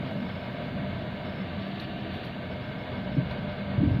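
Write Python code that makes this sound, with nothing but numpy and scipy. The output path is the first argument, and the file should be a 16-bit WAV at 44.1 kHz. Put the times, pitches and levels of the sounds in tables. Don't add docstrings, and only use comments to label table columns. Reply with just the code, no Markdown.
import sys
import numpy as np
from scipy import signal
from scipy.fft import rfft, irfft
from scipy.io import wavfile
from scipy.ndimage import uniform_filter1d

SR = 44100
rng = np.random.default_rng(int(sys.argv[2]) if len(sys.argv) > 2 else 0)


def unload_wav(signal):
    wavfile.write(
        sys.argv[1],
        SR,
        np.round(np.clip(np.atleast_2d(signal).T, -1, 1) * 32767).astype(np.int16),
    )


N = 176400
T, HZ = np.arange(N) / SR, np.fft.rfftfreq(N, 1 / SR)

# (time [s], cycle rate [Hz])
ENGINE_SPEED = [(0, 22.77), (1.5, 22.12), (3, 21.99), (4, 21.98)]
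# (multiple of the cycle rate, relative level [dB])
ENGINE_TONES = [(2, -61), (3, -55.5), (4, -47.5), (6, -55), (9, -50)]
# (time [s], gain [dB])
ENGINE_GAIN = [(0, -10), (.8, 4), (1.4, -3), (2.2, -1), (3.0, 2), (4, 7.5)]
# (frequency [Hz], relative level [dB])
RUMBLE_COLOUR = [(20, -33), (33, -30.5), (45, -18), (70, -22), (100, -3.5), (125, 1), (160, -1.5),
                 (225, -2.5), (310, -10.5), (450, -24.5), (900, -55.5), (3000, -110)]
# (frequency [Hz], width [Hz], boost [dB])
CABIN_BOOMS = [(131, 30, 2), (191.7, 24, 3.5), (246, 27, 3.5)]
# (time [s], level [dB])
RUMBLE_LEVEL = [(0, -33), (.28, -37), (.46, -38.5), (.75, -35), (1.2, -38.5), (2.1, -38), (2.8, -37.5),
                (3.1, -36), (3.25, -34.5), (3.4, -37), (3.72, -36.5), (3.82, -29.5), (4, -28)]
# (frequency [Hz], relative level [dB])
DRONE_COLOUR = [(120, -58.5), (178, -13), (195, 1.5), (208, -9), (300, -63.5), (1000, -140)]
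# (time [s], level [dB])
DRONE_LEVEL = [(0, -50.5), (.25, -35), (.45, -53.5), (.75, -40), (1.0, -38.5), (1.2, -49), (1.4, -38),
               (2.0, -45.5), (2.25, -42.5), (2.7, -48), (3.1, -48), (4, -41.5)]
# (frequency [Hz], relative level facing ahead [dB], relative level turned aside [dB])
AIR_COLOUR = [(100, -13.5, -22), (326, -6, 7), (442, 0.5, 0), (523, -1.5, -0.5), (725, -0.5, 5),
              (833, -7, -5), (1400, -8.5, -9.5), (2000, -11.5, -8), (2630, -13, -7), (2990, -12.5, -7.5),
              (3715, -14.5, -10), (4605, -23.5, -15), (4790, -26.5, -31), (5060, -49.5, -40),
              (5200, -45, -41), (5440, -52, -42.5), (8000, -75, -67)]
# (frequency [Hz], width [Hz], boost facing ahead [dB], boost turned aside [dB])
DUCT_RINGS = [(558, 18, -5, 0), (602.6, 77, 7.5, 1.5), (676.4, 56, 6, 3), (952, 84, 4, 0.5),
              (1145, 47, 5, 4.5), (1556, 65, 11, 6.5), (1716, 74, 3.5, 10.5), (1877, 23, 5, 7),
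              (2200, 160, 6.5, 1.5), (2753, 56, -0.5, 5), (2900, 62, 3.5, 3.5), (3264, 120, -8, -1),
              (3315, 90, 5.5, -9), (4136, 110, 5.5, -6), (4195, 130, -6.5, -8)]
# (time [s], share [0-1])
MIC_TURN = [(0, 0.05), (.4, 0.03), (.8, 0.1), (1.3, 0.14), (1.55, 0.52), (1.8, 0.97), (2.1, 0.7),
            (2.35, 0.5), (2.55, 0), (4, 0)]
# (time [s], level [dB])
WHISTLE_LEVEL = [(0, -78), (.4, -73), (.75, -82), (1.2, -72), (2.1, -82), (2.75, -77.5), (3.3, -76),
                 (3.6, -80.5), (4, -80)]
# (frequency [Hz], relative level [dB])
SHUDDER_COLOUR = [(20, -21), (33, 5.5), (48, -10), (66, 12.5), (100, 10.5), (150, -3), (300, -19.5),
                  (700, -69), (2500, -120)]
# (time [s], level [dB])
SHUDDER_LEVEL = [(0, -47), (.45, -52), (.8, -50), (1.2, -58.5), (2.6, -63), (2.95, -53), (3.15, -46),
                 (3.22, -41), (3.3, -46), (3.45, -52), (3.74, -48), (3.8, -36), (3.92, -36), (4, -37)]
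# (frequency [Hz], relative level [dB])
SLEEVE_COLOUR = [(500, -27.5), (1100, -3), (1400, 1.5), (2000, -3.5), (2900, 0), (3700, 0.5), (4600, -8),
                 (5100, -24.5), (7000, -48.5)]
# (time [s], level [dB])
SLEEVE_LEVEL = [(0, -75), (1.0, -61), (1.45, -63), (1.6, -55), (1.85, -49), (2.05, -57), (2.25, -47.5),
                (2.33, -60), (2.6, -75.5), (4, -74.5)]
# (start [s], peak level [dB], rise time [s])
GRIP_RUSTLES = [(.108, -72, .012), (1.655, -76, .02), (1.792, -64.5, 0.013), (2.125, -70, 0.021),
                (2.238, -66, .011), (3.305, -72, .012), (3.885, -73, 0.014)]
# (frequency [Hz], relative level [dB])
GRIP_COLOUR = [(3000, -13), (5500, 5), (8000, -12.5), (10300, 1.5), (12500, -0.5), (15000, 0)]
# (start [s], peak level [dB], rough pitch [Hz], rise time [s])
SOFT_BUMPS = [(.203, -29, 228.5, 0.016), (0.789, -27, 132, 0.0098), (.934, -29.5, 192, 0.0076),
              (3.165, -24, 265, 0.0098), (3.176, -18, 136, 0.011), (3.203, -26, 183, 0.015),
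              (3.403, -31, 170, 0.0053), (3.775, -19, 116.4, 0.012), (3.806, -16, 169, 0.0064),
              (3.824, -19.5, 286.7, 0.01), (3.865, -17.5, 98, 0.013), (3.911, -17.5, 97, 0.013),
              (3.950, -20, 108, 0.0099)]
# (start [s], peak level [dB], rise time [s])
TRIM_TICKS = [(1.798, -42, 0.0022), (2.248, -47, 0.001), (3.308, -48, 0.003)]
# (frequency [Hz], relative level [dB])
TICK_COLOUR = [(300, -19), (1400, -3), (3300, -1), (4050, 10.5), (4700, 3), (5400, -12), (8000, -38),
               (11000, -31), (15000, -30)]
# (frequency [Hz], relative level [dB])
PANEL_COLOUR = [(50, -50), (130, -4.5), (200, -1.5), (260, -1), (300, 2.5), (330, -9), (370, -19.5),
                (600, -17), (900, -44.5), (2500, -110)]
# (time [s], level [dB])
PANEL_LEVEL = [(0, -82), (3.15, -71), (3.172, -30.5), (3.195, -26.5), (3.24, -59), (3.74, -64), (3.78, -29),
               (3.83, -26), (3.89, -30.5), (3.93, -35), (4, -42)]
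# (frequency [Hz], relative level [dB])
HISS_COLOUR = [(1000, 0), (5000, 1), (6400, 6), (7500, 1.5), (9000, -2.5), (11000, -0.5), (13000, 4),
               (15500, 2)]
# (time [s], level [dB])
HISS_LEVEL = [(0, -73), (1.5, -75), (2.9, -75), (3.3, -76), (4, -76)]


def amp(db):
    return 10 ** (np.asarray(db) / 20)


def unit(x):
    return x / np.sqrt(np.mean(x ** 2) + 1e-20)


def curve(points):
    return np.interp(T, *np.transpose(points))


def colour(points, column=1):
    table = np.array(points, float)
    return np.interp(np.log(HZ + 1), np.log(table[:, 0]), table[:, column])


def boosts(rows, column=2):
    return sum(row[column] * 2 ** -((2 * (HZ - row[0]) / row[1]) ** 2) for row in rows)


def noise(colour_db):
    return unit(irfft(rfft(rng.standard_normal(N)) * amp(colour_db), N))


def drift(rate_hz):
    return unit(irfft(rfft(rng.standard_normal(N)) * np.exp(-(HZ / rate_hz) ** 2), N))


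def swell(start, rise):
    age = np.maximum(T - start, 0) / rise
    return age * np.exp(1 - age)


def engine():
    speed = curve(ENGINE_SPEED) * (1 + 0.0088 * drift(rate_hz=2.6))
    cycles = np.cumsum(speed) / SR
    hum = 0
    for multiple, db in ENGINE_TONES:
        throb = amp(4.5 * drift(rate_hz=6.2))
        tone = np.sin(2 * np.pi * (multiple * cycles + rng.random()))
        hum += amp(db) * unit(throb * tone)
    return amp(curve(ENGINE_GAIN)) * hum


def cabin():
    rumble = amp(curve(RUMBLE_LEVEL)) * noise(colour(RUMBLE_COLOUR) + boosts(CABIN_BOOMS))
    drone = amp(curve(DRONE_LEVEL)) * noise(colour(DRONE_COLOUR))
    return rumble + drone


def reflections(depth_db=2, spacing_hz=41):
    jagged = rng.standard_normal(len(HZ))
    return depth_db * unit(uniform_filter1d(jagged, round(spacing_hz / HZ[1])))


def vents():
    ahead = amp(-39) * noise(colour(AIR_COLOUR) + boosts(DUCT_RINGS) + reflections())
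    aside = amp(-39.5) * noise(colour(AIR_COLOUR, column=2) + boosts(DUCT_RINGS, column=3) + reflections())
    turn = curve(MIC_TURN)
    flutter = amp(0.79 * drift(rate_hz=18.4))
    return (np.sqrt(1 - turn) * ahead + np.sqrt(turn) * aside) * flutter


def whistle(pitch_hz=5213, width_hz=43):
    fuzz = drift(width_hz) + 1j * drift(width_hz)
    tone = (fuzz * np.exp(2j * np.pi * pitch_hz * T)).real
    flicker = 1 + .7 * np.tanh(2 * drift(rate_hz=10))
    return amp(curve(WHISTLE_LEVEL)) * unit(tone * flicker)


def shudder():
    return amp(curve(SHUDDER_LEVEL)) * noise(colour(SHUDDER_COLOUR))


def sleeve():
    flutter_db = 3 * drift(rate_hz=38)
    return amp(curve(SLEEVE_LEVEL) + flutter_db) * noise(colour(SLEEVE_COLOUR))


def grip():
    grains = unit(amp(2 * drift(rate_hz=600)) * noise(colour(GRIP_COLOUR)))
    return sum(amp(db) * swell(start, rise) for start, db, rise in GRIP_RUSTLES) * grains


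def bumps(sag=0.093, roughness=0.14, rough_hz=58):
    thuds = 0
    for start, db, hz, rise in SOFT_BUMPS:
        age = np.maximum(T - start, 0) / rise
        pitch = hz * (1 + sag * (2 * np.exp(-age) - .5))
        cycles = np.cumsum(pitch * (age > 0)) / SR
        fuzz = roughness * (drift(rough_hz) + 1j * drift(rough_hz))
        tone = ((1 + fuzz) * np.exp(2j * np.pi * cycles)).imag
        thuds += amp(db) * swell(start, rise) ** 2 * tone
    return thuds


def ticks():
    loudness = sum(amp(db) * swell(start, rise) for start, db, rise in TRIM_TICKS)
    return loudness * noise(colour(TICK_COLOUR))


def panels():
    return amp(curve(PANEL_LEVEL)) * noise(colour(PANEL_COLOUR))


def scene():
    background = engine() + cabin() + vents() + whistle() + shudder()
    return (background + sleeve() + grip() + bumps() + ticks() + panels())[None]


def record(dry, cutoff_hz=15500):
    hiss = amp(curve(HISS_LEVEL)) * noise(colour(HISS_COLOUR))
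    treble_cut = signal.firwin(511, cutoff_hz, window=("kaiser", 9), fs=SR)
    return signal.oaconvolve(dry + hiss, treble_cut[None], "same")


dry = scene()
out = record(dry)
unload_wav(out)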